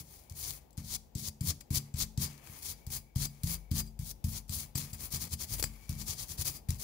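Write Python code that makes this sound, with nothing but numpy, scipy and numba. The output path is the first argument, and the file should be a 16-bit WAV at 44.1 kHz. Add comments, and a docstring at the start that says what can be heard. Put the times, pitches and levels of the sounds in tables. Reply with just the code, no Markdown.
"""A cloth-covered workbench in a small quiet room: a stiff hand brush scrubs a rusty steel part.
The bristles hiss and grind as clouds of tiny random slips; soft thuds set the modes of the bench going.
Ticks are short noise bursts; they, the slips and sharp plucks make the steel ring at a few high modes.
A faint airy note comes and goes, and delay lines add a short room tail for the two-port microphone."""
import sys
import numpy as np
from scipy import signal
from scipy.fft import rfft, irfft, next_fast_len
from scipy.io import wavfile
from scipy.ndimage import uniform_filter1d
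from numba import njit

SR = 44100
rng = np.random.default_rng(int(sys.argv[2]) if len(sys.argv) > 2 else 0)


def magnitude_from_level(level_db):
    """Linear magnitude for a level in decibels (20 dB per decade)."""
    exponent = np.asarray(level_db, float) / 20
    return 10 ** exponent


def wrap_up_sound(samples):
    """Save the sound to the file named by the first command line argument, as 16-bit audio."""
    columns = np.atleast_2d(samples).T
    # keep every value between -1 and 1, then stretch to whole-number steps
    tamed = np.clip(columns, -1, 1)
    steps = np.round(tamed * 32767).astype(np.int16)
    wavfile.write(sys.argv[1], SR, steps)


N = 301203  # length in samples

# The brush head lands or turns and jolts the bench:
# (time [s], relative strength [dB], contact [ms], lasting modes [dB], their tilt [dB per octave])
BENCH_BLOWS = [(0.0, -48, 1.2, -0.5, -0.5), (0.307, -43.5, 1.9, 0, -1), (0.774, -33, 1.01, -1.5, 1.3),
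               (1.15, -31.5, 1.03, -.6, 3), (1.406, -31, 1.2, 0.1, 2), (1.703, -26, 0.97, 1, -0.5),
               (1.937, -35, 1.96, -0.5, 3.5), (2.173, -28.5, 1.1, 0.5, 2.5), (2.492, -45.5, 1.65, 0, -1.5),
               (2.866, -37, 2.14, -2.5, .1), (3.156, -29, 1.7, 1, -0.5), (3.434, -25.5, 1.4, -1, 0.2),
               (3.709, -26, 0.92, 1.3, -2.5), (3.989, -32, 2, -1.3, 0.8), (4.239, -25.5, 1.4, -0.3, -2),
               (4.492, -32.5, 1.5, -2.1, -1.5), (4.749, -28, 1.3, -5, 0.5), (4.925, -45, 1.93, 1.8, 0.5),
               (5.131, -36.5, 1.17, 1, -1.5), (5.328, -43.5, 1.5, 2.5, -1.7), (5.403, -45, 1.4, -9, 6),
               (5.513, -36.5, 2.3, 2.5, -2.8), (5.635, -35.5, 1.44, -1.3, 0), (5.89, -32, 1.4, 0.8, -1.1),
               (6.007, -38.5, 0.58, 3, -0.7), (6.089, -45, 2.1, 0, 2.5), (6.302, -47, 1, -1, 1),
               (6.384, -37, 2.1, 0.5, -1), (6.685, -23.5, 2.06, -2.5, 0.3)]
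# Modes of the steel part: (frequency [Hz], time to fall by 60 dB [s], left gain [dB], right gain [dB])
STEEL_MODES = [(4815, 0.08, -6, -13.5), (5960, 0.064, -34, -20), (7642, 0.0457, 2, -27),
               (8430, 0.054, -10, -21), (9830, 0.058, -27, -23), (10600, 0.039, -20, -26),
               (11240, .04, -44, -30), (13900, .06, -35, -33), (13700, .05, -17, -22)]
LOW_RING_HZ = 6500  # steel modes below this count as low, the others as high


def level(x, db):
    """Scale to an rms level."""
    return x * magnitude_from_level(db) / np.sqrt(np.mean(x ** 2))


def colour(x, table, column):
    """Shape the spectrum by one dB column of a table, joined on a log-frequency axis."""
    table = np.array(table, float)
    size = next_fast_len(N)
    hz = np.maximum(np.arange(size // 2 + 1) * SR / size, 1)
    # frequencies outside the table are turned down by 70 dB
    db = np.interp(np.log(hz), np.log(table[:, 0]), table[:, column], -70, -70)
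    return irfft(rfft(x, size) * magnitude_from_level(db), size)[..., :N]


def ring(x, hz, t60):
    """One decaying mode, t60 in s; steady white noise of rms 1 makes it ring near rms 1."""
    pole = np.exp(2j * np.pi * hz / SR - np.log(1000) / (t60 * SR))
    gain = np.sqrt(2 * (1 - abs(pole) ** 2))
    return signal.lfilter([gain], [1, -pole], x).imag


def walk(rate):
    """Slow random wander: a new random value every 1 / rate s, joined by ramps."""
    k = int(SR / rate)
    held = np.repeat(rng.standard_normal(N // k + 1), k)
    return uniform_filter1d(held, k)[:N]


def slips(per_s, spread_db):
    """Bristles catching and letting go: scattered clicks of uneven size, rms 1."""
    size = magnitude_from_level(spread_db * rng.exponential(size=N)) * rng.standard_normal(N)
    return level(size * (rng.random(N) < per_s / SR), 0)


def quiet():
    """Still air of the room: alike at both ports in the bass, unrelated above."""
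    # spectrum of the air noise: (frequency [Hz], relative level [dB])
    air_tone = [(18, -21), (40, 10.5), (60, 9), (95, 3), (140, -1.5), (300, -10), (650, -13), (870, -10.5),
                (1130, -23.5), (1500, -27), (1900, -28), (2250, -27.5), (2800, -29.5), (7000, -34.5),
                (9000, -41), (16500, -24)]
    # balance of the ports: (frequency [Hz], left minus right [dB])
    air_pan = [(60, 0.5), (500, 10), (1500, 10.5), (7000, 19), (10000, 21), (15000, 13)]
    mid, left, right = rng.standard_normal((3, N))
    bass_filter = signal.butter(2, 350., fs=SR, output="sos")
    # in the bass this swaps each port's own noise for the shared one
    bass = signal.sosfilt(bass_filter, [mid - left, mid - right])
    air = level(colour(np.array([left, right]) + bass, air_tone, 1), -61)
    half = [(hz, db / 2, -db / 2) for hz, db in [(0.94, 0)] + air_pan + [(SR / 2, 0)]]
    drift = magnitude_from_level(1.6 * walk(3))
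    return np.array([colour(air[k], half, 1 + k) for k in range(2)]) * drift


@njit
def walls(x, lags, gain, damp):
    """Room tail: eight delay lines (lags in samples) that feed each other, duller on every round."""
    line, soft, out = np.zeros((8, 4096)), np.zeros(8), np.zeros((2, x.shape[1]))
    for i in range(x.shape[1]):
        total = 0.
        for k in range(8):
            soft[k] += (1 - damp) * (gain[k] * line[k, (i - lags[k]) & 4095] - soft[k])
            total += soft[k]
            out[k % 2, i] += soft[k]
        for k in range(8):
            line[k, i & 4095] = x[k % 2, i] + soft[k] - total / 4
    return out


def airy():
    """A faint airy note: noise that wavers in level and rings one narrow mode."""
    # when the note sounds: (start [s], length [s], relative level [dB])
    note_spans = [(0.197, .25, -77), (2.449, 1.38, -77.5), (5.642, .4, -69)]
    edge_s = 0.071  # fade at both ends
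    port_db = np.array([5, -31])  # left, right
    t = np.arange(N) / SR
    gain = np.zeros(N)
    for s, length, db in note_spans:
        gain += magnitude_from_level(db) * np.clip(np.minimum(t - s, s + length - t) / edge_s, 0, 1)
    waver = magnitude_from_level(1.5 * walk(48))
    note = ring(gain * waver * rng.standard_normal(N), hz=2269, t60=0.04)
    return magnitude_from_level(port_db)[:, None] * note


def bench(push):
    """A soft blow slaps the bench top; the slap drives its longer modes; dragging keeps them rumbling."""
    # modes of the bench top: (frequency [Hz], time to fall by 60 dB [s], gain [dB])
    bench_modes = [(50.29, 0.94, -9), (80.9, 0.17, -10.5), (93, 0.13, -12.5), (108, 0.347, -21),
                   (131.3, 0.24, -19), (141.56, 0.47, -13), (168.4, 0.34, -10), (217.2, 0.55, -3),
                   (255.36, 0.48, -8), (287.6, 0.17, 1.5), (372, 0.68, -0.5), (382, 0.44, -1)]
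    slap_hz, slap_t60, slap_db = 124.9, 0.019, -31.5  # t60 in s, of each of its two stages
    rebound_db, rebound_s = -12, (.03, .09)  # level against the blow; earliest and latest delay
    pan_db = 2  # left over right

    drag = magnitude_from_level(-50.5) * uniform_filter1d(push * rng.standard_normal((2, N)), size=40)
    force = np.tile(drag[0], (1 + len(bench_modes), 1))  # row 0 is for the slap itself
    chance = rng.standard_normal((len(BENCH_BLOWS), len(bench_modes)))
    moments = rng.random(len(BENCH_BLOWS))
    t = np.arange(600) / SR
    octaves = np.log2(np.array(bench_modes)[:, 0] / slap_hz)
    for (s, db, ms, linger_db, tilt_db), luck, when in zip(BENCH_BLOWS, chance, moments):
        i = int(s * SR)
        contact = np.diff(np.exp(-((t - .0042) / (ms / 1000)) ** 2))
        # each blow falls on another spot, so the modes share it differently
        mode_db = linger_db + tilt_db * octaves + 2.9 * luck
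        share = magnitude_from_level(db - 10.5 + np.append(0, mode_db))
        force[:, i:i + len(contact)] += share[:, None] * contact
        # the part rocks back once
        i += int(np.interp(when, (0, 1), rebound_s) * SR)
        force[:, i:i + len(contact)] -= magnitude_from_level(rebound_db) * share[:, None] * contact
    # the blow passes through cloth and top in turn, so the slap swells before it dies
    slap = ring(ring(force, slap_hz, slap_t60), slap_hz, slap_t60)
    modes = [magnitude_from_level(db) * ring(x, hz, t60) for x, (hz, t60, db) in zip(slap[1:], bench_modes)]
    mono = magnitude_from_level(slap_db) * slap[0] + sum(modes)
    # the lowest sway and the highest modes reach the ports unevenly
    side = 0.48 * modes[0] + 0.18 * sum(modes[-4:])
    side = side + magnitude_from_level(19.5) * ring(drag[1], hz=73.0, t60=0.09)
    return np.array([magnitude_from_level(pan_db / 2) * mono + side, magnitude_from_level(-pan_db / 2) * mono - side])


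def flicks(column):
    """The tuft springs off an edge and plucks the steel: one single-sample blow a row."""
    # plucks: (time [s], relative level of low modes [dB], relative level of high modes [dB])
    plucks = [(1.19, -48, -52), (1.24, -46, -56), (1.286, -47, -65.5), (1.515, -52, -52), (1.785, -54, -46),
              (2.04, -52, -48), (2.265, -56, -50), (2.735, -46, -62), (2.968, -36, -60), (3.268, -39, -48),
              (3.552, -39, -54), (3.78, -40, -58), (3.822, -43, -62), (3.875, -45, -58), (4.53, -43, -57),
              (5.51, -47, -60), (5.576, -47, -60), (6.01, -44, -56), (6.385, -41, -53.5), (6.455, -38, -46),
              (6.565, -46, -68)]
    pluck = np.zeros(N)
    for row in plucks:
        pluck[int(row[0] * SR)] = magnitude_from_level(row[column] + 22)  # so short a blow needs this boost
    return pluck


def ticks():
    """Bristle tips or the metal collar hit steel: noise bursts, a duller knock, and blows to the modes."""
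    # ticks: (time [s], relative strength [dB], ring over the tick [dB], dull knock over the tick [dB])
    tick_hits = [(0.2975, -35.5, -15, -17), (0.3224, -39, -19, -10), (0.3516, -47, -12.5, -16.5),
                 (0.707, -48, -22, -24), (0.7295, -50, -8, -9), (0.7715, -39, -21, -11),
                 (0.7769, -34, -20, -3.5), (1.1514, -29.5, -8, -21), (1.4088, -30, -10, -25),
                 (1.6087, -43, -6, -12), (1.7047, -32, -24, -6), (1.94, -41, -1, -14),
                 (2.1757, -27.5, -26, -19.5), (2.4725, -38, -15.5, 5.5), (2.8664, -32, -13, -10),
                 (2.9028, -33, -18, 0), (3.1584, -29.5, -12, -4), (3.4343, -22, -32, -12.5),
                 (3.4955, -38.5, -12.5, -3), (3.714, -26, -16, -9.5), (3.8638, -51, -7, -5),
                 (3.9908, -37.5, -9, -4), (4.2424, -29, -8.5, -6), (4.4802, -47, -23, -15),
                 (4.4942, -29.5, -5.5, -8.5), (4.7544, -28, 2.5, 6), (4.931, -38.5, 4.5, -15),
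                 (5.5838, -32.5, -10, 3), (5.596, -33.5, -20, 14.5), (5.6266, -14.5, -11, -3.5),
                 (5.6397, -16, -10, 3.2), (5.893, -25.5, -17, -8), (5.952, -36, -20.5, -5.5),
                 (6.3053, -31, -17, -7), (6.687, -38, -8, 4), (6.705, -20, -43, -9.5),
                 (6.7264, -38, -23, 2), (6.7965, -41, -12, -13.5)]
    decay_s = .0025
    burst, knock, blow = np.zeros(N), np.zeros(N), np.zeros((len(STEEL_MODES), N))
    chance = rng.standard_normal((len(tick_hits), len(STEEL_MODES)))
    t = np.arange(1500) / SR
    for (s, db, ring_db, knock_db), luck in zip(tick_hits, chance):
        i = int(s * SR)
        shape = magnitude_from_level(db) * np.exp(-t / decay_s)[:N - i]
        burst[i:i + len(t)] += shape
        knock[i:i + len(t)] += magnitude_from_level(knock_db) * shape
        blow[:, i] += magnitude_from_level(db + ring_db + 16.0 + 1.7 * luck)
    return burst * rng.standard_normal((2, N)), knock * rng.standard_normal(N), blow


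def steel(low, high, blow):
    """Slips, plucks and ticks ring the same modes of the part."""
    out = 0
    for (hz, t60, *port_db), hit in zip(STEEL_MODES, blow):
        is_low = hz < LOW_RING_HZ
        rub = (low if is_low else high) * slips(900, spread_db=1.5)
        pluck = flicks(column=1 if is_low else 2)
        mode = ring(magnitude_from_level(0.5) * rub + hit + pluck, hz, t60)
        out = out + magnitude_from_level(np.array(port_db))[:, None] * mode
    return out


def controls():
    """Strength of each sweep and what follows from it: brightness, grind, steel ring and bench push."""
    # sweeps of the bristles:
    # (full speed at [s], speeding up [s], hold [s], fade [s], relative hiss level [dB])
    sweeps = [(0.0, 0.0082, 0.00173, 0.032, -43), (0.146, 0.22, .02, .17, -56),
              (0.305, .004, .002, 0.063, -56.5), (0.381, 0.047, 0.023, 0.044, -47.5),
              (0.465, 0.118, 0.028, 0.071, -37.5), (0.561, 0.043, .015, 0.016, -50),
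              (0.62, .04, 0.028, 0.045, -86.5), (0.944, 0.118, 0.019, 0.0083, -37),
              (1.193, 0.033, .002, .04, -42.5), (1.261, 0.069, 0.025, .015, -38),
              (1.503, 0.069, 0.00356, 0.016, -29.5), (1.61, .006, .002, 0.01, -43.5),
              (1.763, .055, 0.018, 0.016, -31.5), (1.836, 0.034, .03, 0.08, -69),
              (1.965, .024, .01, .03, -50), (2.008, .05, .022, .022, -31.5),
              (2.223, 0.042, 0.0193, 0.046, -33), (2.306, 0.015, .002, 0.266, -56.5),
              (2.423, .1, .03, .1, -64.5), (2.482, 0.069, .11, 0.13, -53.5),
              (2.632, 0.024, 0.049, 0.046, -44), (2.699, 0.07, 0.0223, 0.027, -39.5),
              (2.765, .02, 0.0204, 0.156, -63.5), (2.924, 0.026, 0.044, 0.028, -37),
              (3.228, 0.075, 0.03, 0.013, -34.5), (3.295, 0.024, 0.146, .02, -66),
              (3.479, 0.035, 0.067, 0.026, -36.5), (3.788, 0.079, 0.018, 0.0155, -33.5),
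              (3.87, .04, 0.0021, 0.025, -63), (4.097, 0.0936, 0.0198, 0.013, -42),
              (4.31, .06, .02, .05, -45), (4.36, .06, .02, 0.024, -39), (4.533, 0.049, 0.078, 0.06, -39.5),
              (4.756, .003, .004, .02, -39), (4.783, 0.028, 0.0016, .11, -35),
              (4.933, 0.0036, 0.0174, 0.0233, -44.5), (5.01, 0.046, 0.049, 0.0423, -42.5),
              (5.135, 0.031, 0.033, 0.0235, -35), (5.222, 0.033, 0.0117, 0.048, -35.5),
              (5.337, 0.047, 0.0018, 0.015, -36), (5.404, 0.034, 0.034, 0.031, -39.5),
              (5.539, 0.069, .002, 0.057, -35.5), (5.599, 0.021, 0.00194, 0.022, -36.5),
              (5.637, 0.017, .011, 0.057, -41.5), (5.747, .05, 0.19, 0.022, -60),
              (5.907, .011, .002, 0.1, -46.5), (6.014, 0.042, 0.00166, 0.034, -39),
              (6.084, .028, 0.029, 0.059, -37), (6.198, 0.046, 0.03, 0.0444, -38.5),
              (6.317, 0.056, .002, 0.044, -39), (6.383, .012, .015, .03, -40),
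              (6.415, .04, .01, 0.012, -34.5), (6.456, 0.014, 0.033, 0.026, -35.5),
              (6.564, 0.12, .004, 0.029, -45.5), (6.736, 0.029, 0.015, 0.0176, -70),
              (6.805, 0.0297, .04, .02, -40.5)]
    # the brush wanders over the part:
    # (time [s], how freely steel rings [dB], how strong the low grind or cloth rustle is against the hiss [dB])
    spots = [(0.2, -6, -2.1), (0.5, -9, -1.8), (.62, -7.5, -0.5), (0.9, -10, -1.3), (1.25, 5, -3.2),
             (1.5, -2.5, 2), (1.77, 6, 0.5), (1.88, -3, 7), (2.0, .1, 2), (2.25, 4, 1.5), (2.43, -1, 9.5),
             (2.7, -8, -3), (2.95, -4, -0.1), (3.24, -1, 0.6), (3.5, 1, -0.2), (3.8, 4, 2), (4.1, -9, -5),
             (4.35, -9, -1.8), (4.55, -4.5, -2.7), (4.8, 2, 0.5), (5.03, -8, 1.3), (5.3, 2, .1),
             (5.55, 1, 1), (5.75, -6, 3), (6.0, 2, 0), (6.3, -3, -0.7), (6.5, 3, 1.5), (6.8, 2, -1.5)]
    # the hand's hold: (time [s], upright tuft, so brighter [dB], weight on the bench [dB])
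    grips = [(0.1, .1, -2.5), (0.45, .6, -2.5), (0.9, -.6, .1), (1.25, -1.1, 3), (1.5, -.6, 2.5),
             (1.77, -1.1, .1), (2.0, -1.5, 4), (2.24, -1.5, 3), (2.5, .1, 3), (2.7, 1.5, -2.5),
             (2.95, .6, .1), (3.24, .1, .1), (3.5, .6, -.1), (3.8, -.1, 2.5), (4.1, .6, -3), (4.35, .6, .1),
             (4.58, .6, .1), (4.8, -.6, 2.5), (5.03, 1.1, 3), (5.3, -.6, 2.5), (5.55, .6, 3),
             (6.0, -.6, -3), (6.2, -1.1, .1), (6.45, .1, .1), (6.8, .1, -.1)]
    swell_db = 20  # a sweep grows by this while it speeds up and loses as much in its fade time
    rise_curve, fade_curve, climb_db_per_s = 1.28, 0.96, 17  # flank roundness; growth in the hold
    scuff_db, scuff_fade_s = -17, 0.094  # the tips scuff as the head lands: level over the thud
    # light sweeps are mostly grind: it follows the hiss by this power, around this level
    grind_power, pivot_db = 0.689, -40

    t = np.arange(N) / SR
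    power, staged = np.full(N, 1e-18), np.zeros(N)
    scuffs = [(s + .003, .002, 0, scuff_fade_s, db + scuff_db) for s, db, *_ in BENCH_BLOWS]
    for s, rise, hold, fade, db in sweeps + scuffs:
        span = slice(max(int((s - rise) * SR), 0), int((s + hold + 4 * fade) * SR))
        early = np.maximum(s - t[span], 0) / rise
        late = np.maximum(t[span] - s - hold, 0) / fade
        climb_db = climb_db_per_s * (np.clip(t[span] - s, 0, hold) - hold / 2)
        flank_db = swell_db * (early ** rise_curve + late ** fade_curve)
        sweep = magnitude_from_level(db + climb_db - flank_db) ** 2
        power[span] += sweep
        staged[span] += sweep * (np.minimum(late, 1) - early)
    drag = uniform_filter1d(np.sqrt(power), size=40)
    stage = staged / power  # from -1 (start) over 0 (full speed) to 1 (faded)

    s, *spot = np.transpose(spots)
    ring_db, grind_db = (np.interp(t, s, db) for db in spot)
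    s, *grip = np.transpose(grips)
    lean_db, weight_db = (np.interp(t, s, db) for db in grip)

    def follow(db, early_db, late_db):
        """Level in dB: at full speed, plus more at the start of a sweep, plus more in its fade."""
        return db + early_db * np.maximum(-stage, 0) + late_db * np.maximum(stage, 0)

    bright_db = follow(-3, .1, 1.1) + lean_db
    grind_gain = magnitude_from_level(pivot_db + follow(-17.5, -6.1, 2.1) + grind_db)
    grind = grind_gain * np.abs(drag / magnitude_from_level(pivot_db)) ** grind_power
    free = drag * magnitude_from_level(ring_db)
    low = free * magnitude_from_level(follow(-12.5, -2.1, 1.5))
    high = free * magnitude_from_level(follow(-20.5, 1.5, 1.5))
    push = drag * magnitude_from_level(follow(3, 10, -1) + weight_db)
    return drag, bright_db, grind, low, high, push


def bristles(drag, bright_db, grind, burst, knock):
    """Many tips slip at once; the ports hear mostly different tips, and the whole tuft stutters together."""
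    # bristle hiss at each port: (frequency [Hz], left gain [dB], right gain [dB])
    hiss_tone = [(2540, -29, -15.5), (3116, -8.5, -33), (3930, -4, -19.5), (4190, -1.5, -10.5),
                 (4800, -1, -6), (4840, -2, -11), (6200, 0.5, -12.5), (7520, -0.5, -19.5), (7940, -5, -17),
                 (9280, -1.5, -6), (9550, -3, -1), (10600, -0.5, -4), (12960, -2.5, -10), (15060, 1, -11.5),
                 (17000, 3, -4.5)]
    # low grind or cloth rustle at each port: (frequency [Hz], left gain [dB], right gain [dB])
    grind_tone = [(247, 1, -1), (560, -7, -8.5), (914, -3, -15), (1247, -2.5, -25), (1390, -10, -17),
                  (2570, 0, -22), (2600, -4, -26), (3534, -8.5, -38)]
    hollow_db = (-10, -23.5)  # air in the hollow frame: left, right

    stutter = magnitude_from_level(1.4 * walk(70) + 1.2 * walk(350))
    shared = slips(14000, spread_db=1.5)
    tips = np.array([0.339 * shared + slips(14000, spread_db=2.0) for _ in range(2)])
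    grit = np.array([0.91 * shared + slips(5000, spread_db=0.0) for _ in range(2)])
    grit = grind * stutter * grit
    # the lean of the tuft shifts the hiss between its duller and brighter halves
    dull = signal.sosfiltfilt(signal.butter(3, 8500., fs=SR, output="sos"), tips)
    dull_gain = magnitude_from_level(-1.2 * (bright_db + 3) + 1.14 * walk(30))
    bright_gain = magnitude_from_level(bright_db + 2.0 + 2.35 * walk(30))
    tips = dull_gain * dull + bright_gain * (tips - dull)
    out = []
    for k in range(2):
        hiss = colour(magnitude_from_level(6) * drag * stutter * tips[k] + magnitude_from_level(-2) * burst[k], hiss_tone, 1 + k)
        hollow = magnitude_from_level(hollow_db[k]) * ring(grit[k], hz=2294, t60=0.04)
        rough = colour(magnitude_from_level(14.5) * grit[k] + knock, grind_tone, 1 + k)
        out.append(hiss + hollow + rough)
    return np.array(out)


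def scene():
    """Brush, steel and bench, the room's answer and its quiet."""
    drag, bright_db, grind, low, high, push = controls()
    burst, knock, blow = ticks()
    near = bristles(drag, bright_db, grind, burst, knock) + steel(low, high, blow)
    lags = np.array([421, 557, 683, 811, 967, 1123, 1291, 1453])  # samples
    room_t60_s, room_db = .33, -25.5
    gain = magnitude_from_level(-60 * lags / SR / room_t60_s)
    room = walls(near + 1e-18, lags, gain, .03)  # the last number is the damping
    return near + magnitude_from_level(room_db) * room + bench(push) + airy() + quiet()


def roll_off(x):
    """The treble ends steeply here."""
    return signal.sosfilt(signal.butter(12, 17010, fs=SR, output="sos"), x)


def record(dry):
    """The microphone loses the deepest bass and the recorder cuts the very top."""
    bass_cut = signal.butter(2, 38., "high", fs=SR, output="sos")
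    top_cut = signal.ellip(10, .2, 45, 15650, fs=SR, output="sos")
    mix = signal.sosfilt(top_cut, signal.sosfilt(bass_cut, dry))
    return roll_off(mix)


dry = scene()
out = record(dry)
wrap_up_sound(out)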